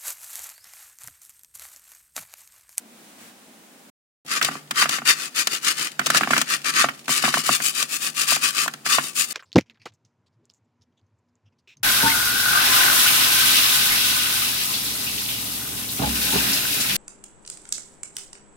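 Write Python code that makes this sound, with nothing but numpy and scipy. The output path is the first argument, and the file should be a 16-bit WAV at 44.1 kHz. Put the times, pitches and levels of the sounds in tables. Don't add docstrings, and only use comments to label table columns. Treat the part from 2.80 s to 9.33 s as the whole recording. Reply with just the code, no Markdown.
import sys
import numpy as np
from scipy import signal
from scipy.fft import rfft, irfft
from scipy.io import wavfile
from scipy.ndimage import uniform_filter1d

SR = 44100
rng = np.random.default_rng(int(sys.argv[2]) if len(sys.argv) > 2 else 0)


def transcribe(u):
    v = np.clip(np.atleast_2d(u).T, -1, 1)
    q = np.round(v * 32767).astype(np.int16)
    wavfile.write(sys.argv[1], SR, q)


N = 287973
TIME = np.arange(N) / SR
FREQS = np.fft.rfftfreq(N, 1 / SR)

# start_s, end_s
SILENCE_S = (1.1, 1.449)
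# (drop onto the stone, re level_db)
BURSTS = [(1.625, -4, -24), (1.6467, -4, -26), (1.909, -11, -10.5), (2.091, -5.5, -20),
          (2.6707, 0.5, -22.5), (3.117, -26, -39), (3.1929, -10, -6.5), (3.26, -8, -26),
          (3.2661, -7, -14.5), (3.301, -4.5, -12), (3.346, -7, -8.5), (3.3702, -4, -34), (3.376, -8, -31),
          (3.5783, -5, -13), (3.6143, -3, -17), (4.28, -13, -9.5), (4.5393, -7, -7.5), (5.026, -2, -27),
          (5.129, -13, -34), (5.273, -12, -25), (5.4335, -15, -25), (5.878, -9.5, -11.5),
          (5.937, -17.5, -15.5), (6.062, -11, -10.5)]
# pitch_hz, width_hz, relative_db
STONE_MODES = [(1273, 82, -3.5), (1343, 69, -4.5), (1500, 220, -1), (1768, 200, -1), (1840, 76, -11)]
# freq_hz, relative_db
SNAP_SPECTRUM = [(200, -10.5), (700, -1.5), (1300, -12), (2500, 7.5), (4700, 5), (8000, 2), (12000, -6),
                 (16000, -7)]


def amp(db):
    return 10 ** (np.asarray(db) / 20)


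def unit(x):
    return x / np.sqrt(np.mean(x ** 2) + 1e-20)


def read(points, hz):
    f, value = np.transpose(points)
    return np.interp(np.log(hz + 1), np.log(f + 1), value)


def read_time(points, s):
    point_s, value = np.transpose(points)
    return np.interp(s, point_s, value)


def add(mix, s, sound):
    part = mix[..., max(round(s * SR), 0):][..., :sound.shape[-1]]
    part += sound[..., :part.shape[-1]]


def pan(pan_db):
    return amp([[pan_db / 2], [-pan_db / 2]])


def filter_unit_energy(x, taps):
    return signal.oaconvolve(x, taps[None] / np.linalg.norm(taps), axes=1)[:, :N]


def colour(x, spectrum, size=2048):
    log_gain = np.log(amp(read(spectrum, abs(np.fft.fftfreq(size, 1 / SR)))))
    taps = np.fft.ifft(np.exp(np.conj(signal.hilbert(log_gain)))).real
    return filter_unit_energy(x, taps)


def resonate(x, modes, size=2048):
    t = np.arange(size) / SR
    taps = np.zeros(size)
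    for hz, width_hz, db in modes:
        decay = np.exp(-np.pi * width_hz * t)
        taps += amp(db) * width_hz * decay * np.cos(2 * np.pi * hz * t)
    return filter_unit_energy(x, taps)


def thin_lows(x):
    return signal.sosfilt(signal.butter(5, 1080, "high", fs=SR, output="sos"), x)


def stone_ring(x, modes):
    low_pass = signal.butter(3, 2500, fs=SR, output="sos")
    return thin_lows(signal.sosfilt(low_pass, resonate(x, modes)))


def wander(per_s):
    width = int(SR / per_s)
    smooth = uniform_filter1d(rng.standard_normal(N), width)
    return unit(uniform_filter1d(smooth, width))


def drifting(x, depth=.03):
    speed = 1 + depth * np.tanh(wander(per_s=6))
    return np.interp(np.cumsum(speed) / SR, TIME, x)


def pair(x, likeness):
    a, b = rfft(x)
    same = np.clip(read(likeness, FREQS), -1, 1)
    return np.array([a, same * a + np.sqrt(1 - same ** 2) * b])


def ports(x):
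    # freq_hz, likeness (-1 to 1)
    likeness = [(100, 1), (700, 0.83), (1200, 0.12), (2500, 0.3), (15000, 0)]
    # freq_hz, left_lead_rad
    lead = [(100, 1), (1120, -0.93), (1700, -2), (2330, -1.1), (2760, -4), (4390, -4.5), (8530, -9),
            (16000, -9)]
    # freq_hz, left_minus_right_db
    balance = [(100, -3), (700, -5.5), (1150, -4), (1400, -1), (1750, -4), (2300, 1.5), (5800, -2.5),
               (9000, 1), (14000, -6.5)]
    sides = np.array([[1], [-1]]) / 2
    z = pair(x, likeness) * amp(sides * read(balance, FREQS))
    z[1] *= np.exp(-1j * read(lead, FREQS))
    return irfft(z, N)


def grains(per_s, spread_db):
    size = amp(spread_db * np.minimum(rng.exponential(1, N), 4))
    happens = rng.random(N) < per_s / SR
    return unit(size * happens * rng.standard_normal((2, N)))


def ring_out(hits, decay_s):
    return signal.lfilter([1], [1, -np.exp(-1 / (decay_s * SR))], hits)


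def fineness(s):
    # time_s, fineness (0 whole seeds, 1 powder)
    grind_state = [(1.5, 0.14), (1.68, 0.12), (2.1, 0.14), (2.45, 0.37), (2.75, 0.36), (3.05, 0.33),
                   (3.35, 0), (3.75, 0.33), (4.06, 0), (4.3, 0.65), (4.48, 0.26), (4.75, 0.68), (4.87, 1),
                   (5, 0.58), (5.13, 0.82), (5.55, 0.54), (6.13, 0.41), (6.3, 0.92)]
    return np.clip(read_time(grind_state, s), 0, 1)


def room_tone(murmur_db=-54, drone_hz=149, pass_width_hz=14, drone_db=-57):
    # freq_hz, relative_db
    murmur_spectrum = [(30, -67), (86, -52), (150, -16.5), (215, -1.5), (290, -5), (426, -12), (800, -12),
                       (2000, -49)]
    # freq_hz, relative_db
    hiss_spectrum = [(300, -5.5), (1400, 1), (2500, -1), (5000, -5), (9000, -3.5), (12500, -9.5),
                     (16000, -8)]
    # time_s, level_db
    hiss_level = [(0, -53.5), (.28, -48.5), (.37, -50), (.41, -45), (.49, -46.5), (.53, -51), (1.5, -52)]
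    # freq_hz, likeness between microphones
    air_likeness = [(200, 0.91), (640, 0.57), (1400, -0.013), (3000, 0.1)]
    murmur = amp(murmur_db) * unit(colour(rng.standard_normal((2, N)), murmur_spectrum))
    hiss = unit(colour(rng.standard_normal((2, N)), hiss_spectrum)) * amp(read_time(hiss_level, TIME))
    b, a = signal.iirpeak(drone_hz, drone_hz / pass_width_hz, fs=SR)
    drone = unit(signal.filtfilt(b, a, rng.standard_normal(N)))
    air = irfft(pair(murmur + hiss, air_likeness), N)
    return air + amp(drone_db) * drone * (TIME > SILENCE_S[1])


def kitchen(x, size=16384):
    # freq_hz, t60_s
    decay_times = [(200, 0.56), (1500, 0.26), (15000, 0.12)]
    taps = rng.standard_normal((2, size)) * (rng.random((2, size)) < 3000 / SR)
    taps[:, :SR // 300] = 0
    hz, t, z = signal.stft(taps, SR, nperseg=256)
    decay = amp(-60 * t / read(decay_times, hz)[:, None])
    tail = signal.istft(z * decay, SR, nperseg=256)[1]
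    return signal.fftconvolve(x, tail / np.linalg.norm(tail[0]), axes=1)[:, :N]


def crumbs(db=-43, per_s=22, die_s=0.0082):
    size = np.minimum(rng.exponential(1, N), 2)
    starts = (rng.random(N) < per_s / SR) * size * (TIME > SILENCE_S[1])
    ticks = ring_out(starts, die_s)
    return amp(db) * ports(colour(ticks * rng.standard_normal((2, N)), SNAP_SPECTRUM))


def struck(modes, t, onset_s):
    ring = np.zeros(len(t))
    for hz, db, t60_s in modes:
        pitch_hz = hz * rng.uniform(.93, 1.07)
        ring -= amp(db - 60 * t / t60_s) * np.sin(2 * np.pi * pitch_hz * t)
    ring = ring * (1 - np.exp(-t / onset_s))
    return ring / abs(ring).max()


def blows(drop_edge_db=0.5):
    # time_s, level_db, hard_edge_db (re level_db)
    slips = [(1.613, -28.5, 15), (1.686, -15.5, -6), (1.712, -29.5, 0), (1.753, -24, -10),
             (2.023, -19, 8.5), (2.056, -17, -2), (2.184, -21.5, -1.5), (2.218, -22.5, -10),
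             (3.213, -29, 3), (3.409, -10.5, -6), (3.432, -20, 6), (3.473, -12, -10), (3.506, -9.5, -6),
             (3.532, -15.5, 4.5), (3.564, -17, 3.5), (4.042, -6, -10), (4.086, -24.5, 7.5),
             (4.292, -15.5, -23), (4.438, -9.5, -5), (4.451, -21, 5.5), (4.479, -11, -19),
             (4.571, -10.5, -26), (4.691, -4.5, -10.5), (4.801, -22.5, 0.5), (5.521, -13.5, -20),
             (5.565, -20.5, -2), (5.86, -18.5, -18), (6.183, -7.5, -4)]
    drops = [(s, db + fall_db, drop_edge_db) for s, db, fall_db in BURSTS]
    return list(slips) + drops


def knocks(contact_s=0.001, edge_s=0.0075, spread_s=0.01, pan_db=-2, delay_s=.001, thud_follow=0.63):
    # pitch_hz (nominal), relative_db, t60_s
    bowl_modes = [(748, 0, 0.017), (918, 0.5, 0.011), (1137, 9, 0.01), (1455, -23, 0.017)]
    # pitch_hz (nominal), relative_db, t60_s
    thud_modes = [(150.3, -7.5, 0.15), (228.4, 1, 0.095), (269.8, 2.5, 0.084), (379.5, -4.5, 0.073),
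                  (723, -19, 0.17)]
    # time_s, level_db
    thud_reach = [(1.7, -20.5), (2.7, -25.5), (3.5, -16.5), (4.05, -22), (4.3, -14), (4.7, -22.5),
                  (6.2, -22.5)]
    # freq_hz, relative_db
    edge_spectrum = [(600, -20), (1400, 8), (2000, 1.5), (2700, 0.5), (5000, -22)]
    t = np.arange(SR // 4) / SR
    body, edge = np.zeros((2, N))
    for s, db, edge_rel_db in blows():
        start_s = s + delay_s
        thud_db = read_time(thud_reach, s) + thud_follow * db
        add(body, start_s, amp(db) * struck(bowl_modes, t, contact_s))
        add(body, start_s, amp(thud_db) * struck(thud_modes, t, spread_s))
        add(edge, start_s, amp(db + edge_rel_db) * np.exp(-t / edge_s))
    hard_edge = colour(edge * rng.standard_normal((2, N)), edge_spectrum)
    return pan(pan_db) * body + ports(hard_edge)


def cracks(snap_db=-4, ring_db=4, pan_db=6, onset_s=0.0013, whole_seed_decay_s=0.0051, powder_decay_db=-10):
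    t = np.arange(SR // 16) / SR
    burst, ring = np.zeros((2, N))
    for s, db, fall_db in BURSTS:
        decay_s = whole_seed_decay_s * amp(powder_decay_db * fineness(s))
        shape = amp(db) * (1 - np.exp(-t / onset_s)) * np.exp(-t / decay_s)
        add(burst, s, shape)
        add(ring, s, shape * amp(fall_db))
    fractures = grains(per_s=14000, spread_db=1)
    snap = amp(snap_db) * pan(pan_db) * ports(colour(burst * fractures, SNAP_SPECTRUM))
    return snap + ports(amp(ring_db) * stone_ring(ring * fractures, STONE_MODES))


def push_level(law, peak_share=0.51, squareness=2.76, drag_db=-15.5, drag_s=0.092):
    # start_s, length_s (without drag), force_db
    pushes = [(1.495, 0.1, -25.5), (1.619, 0.072, -30), (1.678, 0.12, -40), (1.963, 0.083, -18.5),
              (2.092, 0.09, -26.5), (2.265, .064, -17), (2.366, 0.11, -30), (2.561, 0.066, -20),
              (2.7, 0.081, -28), (2.838, 0.09, -20.5), (2.969, 0.1, -25), (3.235, 0.26, -33),
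              (3.338, 0.049, -22.5), (3.487, 0.14, -26.5), (3.68, 0.09, -24.5), (3.851, 0.06, -23),
              (3.945, 0.11, -20), (4.292, 0.056, -20.5), (4.333, 0.07, -22.5), (4.424, 0.084, -22),
              (4.524, 0.094, -25), (4.639, .07, -25), (4.707, 0.064, -20.5), (4.808, 0.1, -26.5),
              (4.951, 0.095, -25), (5.097, 0.081, -25.5), (5.206, 0.093, -26.5), (5.363, 0.089, -23.5),
              (5.478, 0.09, -17.5), (5.622, 0.08, -20), (5.746, .11, -23), (6.054, 0.03, -24.5),
              (6.092, 0.085, -18), (6.183, 0.13, -35.5), (6.361, 0.084, -22), (6.484, 0.072, -37.5)]
    coarse_db, powder_db, follow, pan_db = law
    slow_s = np.linspace(0, TIME[-1], num=9000)
    power = np.zeros(len(slow_s))
    for start_s, length_s, force_db in pushes:
        rise_s = length_s * peak_share
        t = slow_s - start_s - rise_s
        side_s = np.where(t < 0, rise_s, length_s - rise_s)
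        swell = np.exp(-abs(t / side_s) ** squareness)
        drag = amp(drag_db) * (t > 0) * np.exp(-abs(t) / drag_s)
        power += amp(follow * force_db) ** 2 * (swell ** 2 + drag ** 2)
    level = np.sqrt(power) * amp(coarse_db + powder_db * fineness(slow_s))
    return pan(pan_db) * np.interp(TIME, slow_s, level)


def crunch(judder_db=2.36, clump_db=1, pops_per_s=45, pop_decay_s=.001):
    pops = (rng.random(N) < pops_per_s / SR) * np.minimum(rng.exponential(1, N), 1.3)
    flares = ring_out(pops, pop_decay_s)
    judder = amp(judder_db * wander(per_s=350) + clump_db * wander(per_s=87))
    return judder * (1 + flares)


def moving_echoes(x, hand_s=0.001088, rim_s=0.0026, travel=0.15, echo_db=-8):
    out = x.copy()
    for ear in range(2):
        for delay_s in (hand_s, rim_s):
            path_s = delay_s * (1 + travel * np.tanh(wander(per_s=5.3)))
            out[ear] += amp(echo_db) * np.interp(TIME - path_s, TIME, x[ear])
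    return out / np.sqrt(1 + 2 * amp(echo_db) ** 2)


def grinding(grit_db=-1, overtone_db=-5, ring_db=-2, fizz_db=-1):
    # whole_seed_db, change_to_powder_db, db_per_db_of_force, left_minus_right_db
    grit_law = (0, 0, 1, 8.5)
    ring_law = (3, -14, 1, 2.5)
    fizz_law = (-10, 11.5, 0.93, 8)
    rumble_law = (-34.5, -6.5, 0.34, 3)
    # freq_hz, relative_db
    grit_spectrum = [(800, -52), (1250, -8.5), (1650, -2), (2150, -0.5), (2700, 7.5), (3300, 0.5),
                     (4700, 4), (5700, 2.5), (7500, -3), (9000, -5.5), (12000, -7), (16000, -38)]
    fizz_spectrum = [(4000, -20), (7000, 0), (8700, 0.5), (10500, -5), (12500, -6), (15800, -10.5),
                     (16500, -24)]
    table_spectrum = [(60, -44), (110, -23), (150, -6), (240, -0.5), (400, -1.5), (550, -8.5), (720, -7),
                      (900, -7.5), (2500, -54.5)]
    # pitch_hz, width_hz, relative_db
    overtone_modes = [(2460, 96, 4), (2500, 99, -12), (2987, 140, 6.5), (3660, 31, 12.5), (4615, 143, 10),
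                      (5600, 890, -34), (6790, 76, 10), (8660, 340, -4)]
    bell_mode = [(1173.5, 55, 0)]
    # time_s, gain_db
    bell_share = [(2, -5), (3, -19.5), (4, -5.5), (5, -3), (5.6, -1.5), (6.2, -0.5)]

    grit, ring, fizz, rumble = map(push_level, (grit_law, ring_law, fizz_law, rumble_law))
    judder = crunch()
    crush = unit(grains(per_s=11000, spread_db=3) * judder)
    powder = unit(grains(per_s=14000, spread_db=1.5) * judder)

    overtones = np.array([drifting(ear) for ear in resonate(crush, overtone_modes)])
    scratch = amp(grit_db) * colour(crush, grit_spectrum) + amp(overtone_db) * overtones
    powder_hiss = amp(fizz_db) * fizz * ports(colour(powder, fizz_spectrum))
    scrape = grit * ports(scratch) + powder_hiss

    ring_level = amp(ring_db) * ring
    bell = amp(read_time(bell_share, TIME)) * stone_ring(ring_level * crush, bell_mode)
    stone = np.array([drifting(ear, depth=.02) for ear in stone_ring(crush, STONE_MODES)])
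    table_shake = colour(rumble * crush, table_spectrum)
    body = bell + ring_level * stone + table_shake
    return thin_lows(moving_echoes(scrape)) + ports(body)


def scene(wet_db=-19):
    mortar = grinding() + cracks() + crumbs() + knocks()
    return mortar + amp(wet_db) * kitchen(mortar) + room_tone()


def record(dry, low_cut_hz=85, cutoff_hz=16100):
    thinned = signal.sosfilt(signal.butter(3, low_cut_hz, "high", fs=SR, output="sos"), dry)
    sounding = (TIME < SILENCE_S[0]) | (TIME > SILENCE_S[1])
    gate = uniform_filter1d(1. * sounding, size=128)
    low_pass = signal.firwin(511, cutoff_hz, window=("kaiser", 9), fs=SR)
    return signal.oaconvolve(np.clip(thinned * gate, -1, 1), low_pass[None], "same")


dry = scene()
out = record(dry)
transcribe(out)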